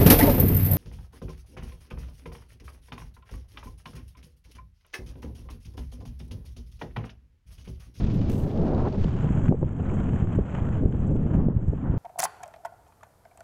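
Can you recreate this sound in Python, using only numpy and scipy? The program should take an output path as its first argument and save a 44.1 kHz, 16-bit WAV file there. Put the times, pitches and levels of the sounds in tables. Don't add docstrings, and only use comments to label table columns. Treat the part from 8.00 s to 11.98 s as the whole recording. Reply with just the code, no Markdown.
import sys
import numpy as np
from scipy import signal
from scipy.fft import rfft, irfft, next_fast_len
from scipy.io import wavfile

SR = 44100
rng = np.random.default_rng(int(sys.argv[2]) if len(sys.argv) > 2 else 0)


def wav_out(sig):
    wavfile.write(sys.argv[1], SR, np.round(np.clip(np.atleast_2d(sig).T, -1, 1) * 32767).astype(np.int16))


N = 175518
T = np.arange(N) / SR
FREQS = np.maximum(np.fft.rfftfreq(N, 1 / SR), 1)


def undb(db):
    return 10 ** (np.asarray(db) / 20)


def unit(x):
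    return x / np.std(x)


def curve(rows, axis=1):
    rows = np.array(rows)
    return np.interp(T, rows[:, 0], rows[:, axis])


def colour(x, points):
    hz, db = np.array(points).T
    size = next_fast_len(N + SR // 10)
    bins = np.maximum(np.fft.rfftfreq(size, 1 / SR), 1)
    gain = undb(np.interp(np.log(bins), np.log(hz), db))
    return irfft(rfft(x, size) * gain, size)[:N]


def band(x, low_hz, high_hz, slope):
    size = next_fast_len(N)
    hz = np.maximum(np.fft.rfftfreq(size, 1 / SR), 1)
    low_loss = 1 + (low_hz / hz) ** 4
    high_loss = 1 + (hz / high_hz) ** (2 * slope)
    return irfft(rfft(x, size) / np.sqrt(low_loss * high_loss), size)[:N]


def noise():
    return rng.standard_normal(N)


def walk(hz):
    return unit(irfft(rfft(noise()) * np.exp(-(FREQS / hz) ** 2), N))


# time in seconds, relative level in dB.
WIND_LEVEL = [(0, -27), (.18, -24.5), (.45, -27.5), (.65, -25.5), (.83, -25.5), (.92, -32), (1.0, -23.5),
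              (1.12, -27), (1.25, -27), (1.4, -24), (1.48, -22.5), (1.56, -35), (1.62, -25), (1.7, -30.5),
              (1.8, -25.5), (1.97, -26.5), (2.12, -24), (2.3, -27.5), (2.41, -31), (2.44, -34), (2.58, -32),
              (2.8, -23.5), (2.95, -27), (3.1, -22), (3.22, -24.5), (3.38, -22), (3.45, -22), (3.6, -32.5),
              (3.7, -24.5), (3.78, -33.5), (3.97, -24)]
# frequency in Hz, relative density in dB per Hz.
RUMBLE_SPECTRUM = [(15, 0.5), (28, -8), (60, -1), (120, -0.5), (190, -4), (300, -13), (500, -24.5),
                   (900, -38), (2000, -72), (5000, -93.5)]
RUMBLE_DB, SURGE_DB = 1.5, 0.7
FLUTTER_DB, FLUTTER_HZ = 3, 23.1


def rumble():
    air = unit(colour(noise(), RUMBLE_SPECTRUM))
    low = band(air, 1, 130, slope=2)
    upper = (air - low) * undb(FLUTTER_DB * walk(FLUTTER_HZ))
    level_db = curve(WIND_LEVEL) + RUMBLE_DB + SURGE_DB * walk(FLUTTER_HZ)
    return unit(low + upper) * undb(level_db)


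# time in seconds, level in dB, upper band edge in Hz.
GUST_COURSE = [(0, -42, 467), (.3, -36, 468), (.5, -31.5, 473), (.6, -29, 560), (.68, -27.5, 657),
               (.8, -28.5, 840), (.84, -29.5, 767), (.875, -24.5, 850), (.91, -44, 590), (.95, -27.5, 700),
               (1.0, -73, 494)]
GUST_LOW_HZ, GUST_KNEE_HZ = 225, 250


def gust():
    edge_hz = curve(GUST_COURSE, axis=2)
    air = band(noise(), 0.92, GUST_KNEE_HZ, 1)
    steps_hz = np.geomspace(300, 1500, 7)
    rush = 0
    for hz, pick in zip(steps_hz, np.eye(len(steps_hz))):
        share = np.interp(edge_hz, steps_hz, pick)
        rush = rush + share * unit(band(air, GUST_LOW_HZ, hz, slope=2.58))
    return rush * undb(curve(GUST_COURSE) + 0.31 * walk(84))


# centre in seconds, level of the swell in dB,
# Gaussian length (standard deviation) in seconds, upper band edge in Hz, peak of the thump in dB.
EDDIES = [(0.042, -27.5, 0.016, 121, -11), (.275, -29.5, 0.019, 120, -17.5), (0.437, -25, 0.0057, 140, -11),
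          (1.047, -24, 0.0038, 520, -14.5), (1.061, -24.5, 0.0045, 122.5, -12),
          (1.307, -25, 0.01, 296, -14), (1.452, -24, .009, 120, -14), (1.494, -23, 0.0051, 250, -6.5),
          (1.514, -21.5, 0.0075, 450, -10), (1.525, -24.5, 0.0097, 757, -11.5),
          (1.546, -26.5, .007, 523, -16.5), (1.63, -27.5, 0.0087, 770, -14.5),
          (2.229, -24.5, .0064, 152, -9), (2.363, -23, 0.0063, 275, -15.5), (2.38, -28, 0.0034, 170, -12.5),
          (2.390, -19.5, .0045, 680, -15), (2.396, -22, 0.0033, 400, -16), (2.411, -23, 0.0069, 100, -15),
          (2.621, -25, .006, 171, -11), (2.835, -24, 0.016, 450, -15.5), (2.856, -25.5, .007, 130, -11.5),
          (2.859, -32.5, .005, 480, -12.5), (3.114, -23.5, 0.015, 440, -16.5), (3.156, -25, .007, 500, -19),
          (3.382, -25.5, 0.014, 284, -14.5), (3.467, -23, 0.0042, 212, -12),
          (3.486, -25.5, 0.0025, 500, -10.5), (3.57, -24, .0051, 131, -12.5), (3.69, -29, .01, 99, -19.5),
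          (3.735, -27, 0.011, 480, -15.5), (3.903, -23.5, 0.011, 119.3, -9.5),
          (3.942, -26.5, 0.006, 490, -23.5)]
BUFFET_LOW_HZ, BUFFET_SLOPE, BUFFET_KNEE_HZ = 44.3, 4.9, 182
THUMP_LOW_HZ, THUMP_SLOPE, THUMP_KNEE_HZ = 35, 4, 230
THUMP_LOW_SHARE = 0.2


def buffets():
    out = 0
    for at, swell_db, length, hz, thump_db in EDDIES:
        swell = np.exp(-.5 * ((T - at) / length) ** 2)
        eddy = band(noise() * swell, 0.73, BUFFET_KNEE_HZ, 1)
        eddy = band(eddy, BUFFET_LOW_HZ, hz, BUFFET_SLOPE)
        impulse = 1. * (np.arange(N) == int(at * SR))
        thump = band(impulse, THUMP_LOW_HZ, THUMP_KNEE_HZ, 1)
        thump = band(thump, THUMP_LOW_SHARE * hz, hz, THUMP_SLOPE)
        out = out + undb(swell_db) * unit(eddy) * np.std(swell)
        out = out - undb(thump_db) * thump / thump.max()
    return out


# time in seconds, relative level in dB.
ROAR_LEVEL = [(0, -48), (.9, -56.5), (1.25, -46.5), (1.48, -51), (1.56, -59), (1.93, -42.5), (2.2, -52),
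              (2.43, -49.5), (2.56, -44.5), (2.77, -42), (2.88, -61), (3.05, -49.5), (3.2, -54.5),
              (3.36, -43.5), (3.5, -50.5), (3.62, -55.5), (3.76, -53.5), (3.85, -41), (3.97, -47.5)]
# frequency in Hz, relative density in dB per Hz.
ROAR_COLOUR = [(70, -0.5), (120, 28.5), (170, 24), (260, 20.5), (400, 7.5), (700, 5), (1000, 1),
               (1450, -5.5), (2000, -14.5), (3500, -57.5)]
ROAR_DB = 12


def roar():
    level_db = curve(ROAR_LEVEL) + ROAR_DB + 1.7 * walk(21)
    return unit(colour(noise(), ROAR_COLOUR)) * undb(level_db)


# time in seconds, relative level in dB.
WHEEL_LOAD = [(.03, -49), (.55, -55.5), (.75, -55), (1.1, -51.5), (1.3, -52.5), (1.485, -54),
              (1.495, -66.5), (1.56, -66.5), (1.68, -63), (1.9, -55.5), (2.21, -51), (2.26, -59.5),
              (2.34, -52), (2.42, -62), (2.56, -47.5), (2.61, -55), (2.75, -53.5), (2.86, -64), (3.06, -57),
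              (3.13, -65.5), (3.34, -55), (3.5, -72.5), (3.62, -67), (3.75, -64.5), (3.84, -63.5),
              (3.96, -61.5)]
# frequency in Hz, relative density in dB per Hz.
OPEN_SPECTRUM = [(150, 15), (500, -2.5), (1000, 2), (1800, -2), (3000, -2.5), (5000, -8.5), (6500, -14),
                 (8500, -30), (15000, -46)]
# frequency in Hz, relative density in dB per Hz.
HOLLOW_SPECTRUM = [(150, 6), (500, 15.5), (900, 10), (1500, 6.5), (2000, -1), (3200, -5.5), (3750, -21),
                   (4200, -25.5), (5200, -31.5), (7000, -16), (8300, -26), (9200, -51.5), (15000, -58)]
# start in seconds, relative level in dB.
TICK_TIMES = [(.114, -48.5), (0.298, -36), (.575, -41.5), (.748, -41.5), (1.043, -35.5), (1.091, -42),
              (1.244, -43), (1.455, -40), (1.482, -37.5), (1.894, -41.5), (2.003, -39.5), (2.272, -44),
              (2.55, -40), (2.925, -48), (3.164, -44.5), (3.777, -53.5)]
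TICK_S = .002
HOLLOW_FROM_S, HOLLOW_BY_S = 0.94, 1.314
OPEN_DB, HOLLOW_DB = -4, -1
CHATTER_DB, CHATTER_HZ = 1.85, 65.4
GRAINS_PER_S, GRAIN_SPREAD_DB, SMOOTH_SHARE = 1900, 2.5, 0.8


def wheels():
    struck = rng.random(N) < GRAINS_PER_S / SR
    grain_db = GRAIN_SPREAD_DB * np.minimum(rng.exponential(size=N), 6)
    grains = struck * np.sign(noise()) * undb(grain_db)
    surface = unit(unit(grains) + SMOOTH_SHARE * noise())
    load_db = curve(WHEEL_LOAD) + CHATTER_DB * walk(CHATTER_HZ)
    contact = unit(surface + grit()) * undb(load_db)
    ticks = sum(undb(db) * (T >= at) * np.exp(-np.abs(T - at) / TICK_S) for at, db in TICK_TIMES)
    contact = contact + noise() * ticks
    contact = contact * np.sqrt(SR / 2 / 1800)
    hollow = np.interp(T, [HOLLOW_FROM_S, HOLLOW_BY_S], [0, 1])
    open_roll = undb(OPEN_DB) * colour(contact, OPEN_SPECTRUM)
    hollow_roll = undb(HOLLOW_DB) * colour(contact, HOLLOW_SPECTRUM)
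    return (1 - hollow) * open_roll + hollow * hollow_roll


GRIT_PER_S, GRIT_SPREAD_DB, GRIT_S = 28, 3, .0012
GRIT_LOW_HZ, GRIT_HIGH_HZ = 1800, 5400


def grit():
    out, age = np.zeros(N), np.arange(SR // 100) / SR
    for place, pitch, size in rng.random((int(GRIT_PER_S * N / SR), 3)):
        start = int(place * (N - len(age)))
        hz = GRIT_LOW_HZ * (GRIT_HIGH_HZ / GRIT_LOW_HZ) ** pitch
        db = GRIT_SPREAD_DB * min(-np.log(size), 2)
        ring = np.sin(2 * np.pi * hz * age) * np.exp(-age / GRIT_S)
        out[start:start + len(age)] += undb(db) * ring
    return out


# start in seconds, level in dB, decay time in seconds.
SCRAPES = [(.134, -64, 0.038), (0.297, -48.5, 0.0083), (0.314, -56.5, 0.1), (.38, -63.5, 0.04),
           (.63, -74, 0.043)]
# frequency in Hz, relative density in dB per Hz.
SCRAPE_SPECTRUM = [(3000, -23), (6000, 5.5), (9000, 3), (14000, 2.5), (16000, -2.5)]
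HISS_ATTACK_S = 0.00063
HISS_CRACKLE_DB, HISS_CRACKLE_HZ = 1, 140


def hisses():
    level = 0
    for at, db, decay in SCRAPES:
        attack = np.clip((T - at) / HISS_ATTACK_S, 0, 1)
        level = level + undb(db) * attack * np.exp(-np.abs(T - at) / decay)
    crackle = noise() * undb(HISS_CRACKLE_DB * walk(HISS_CRACKLE_HZ))
    return unit(colour(crackle, SCRAPE_SPECTRUM)) * level


# time in seconds, relative level in dB.
SIZZLE_LEVEL = [(.9, -88), (1.1, -79), (1.3, -70), (1.47, -69.5), (1.53, -81.5), (1.7, -79.5),
                (1.93, -66.5), (2.15, -71), (2.43, -80), (2.56, -76.5), (2.74, -72), (2.86, -80),
                (3.07, -71), (3.2, -79), (3.34, -83.5), (3.52, -93), (3.69, -75), (3.82, -87.5),
                (3.9, -106)]
# frequency in Hz, relative density in dB per Hz.
SIZZLE_COLOUR = [(4500, -38.5), (5600, -13.5), (6400, -3.5), (7200, 0.5), (8100, -2), (9000, -22),
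                 (10000, -43)]
SIZZLE_DB, SIZZLE_CHATTER_DB = -1, 4


def sizzle():
    level_db = curve(SIZZLE_LEVEL) + SIZZLE_DB + SIZZLE_CHATTER_DB * walk(CHATTER_HZ)
    return unit(colour(noise(), SIZZLE_COLOUR)) * undb(level_db)


def scene():
    wind = rumble() + gust() + buffets()
    skates = roar() + wheels() + hisses() + sizzle()
    return (wind + skates)[None]


TOP_HZ = 15700


def record(dry):
    low_pass = signal.ellip(8, .2, 70, TOP_HZ, fs=SR, output="sos")
    return signal.sosfilt(low_pass, dry)


dry = scene()
out = record(dry)
wav_out(out)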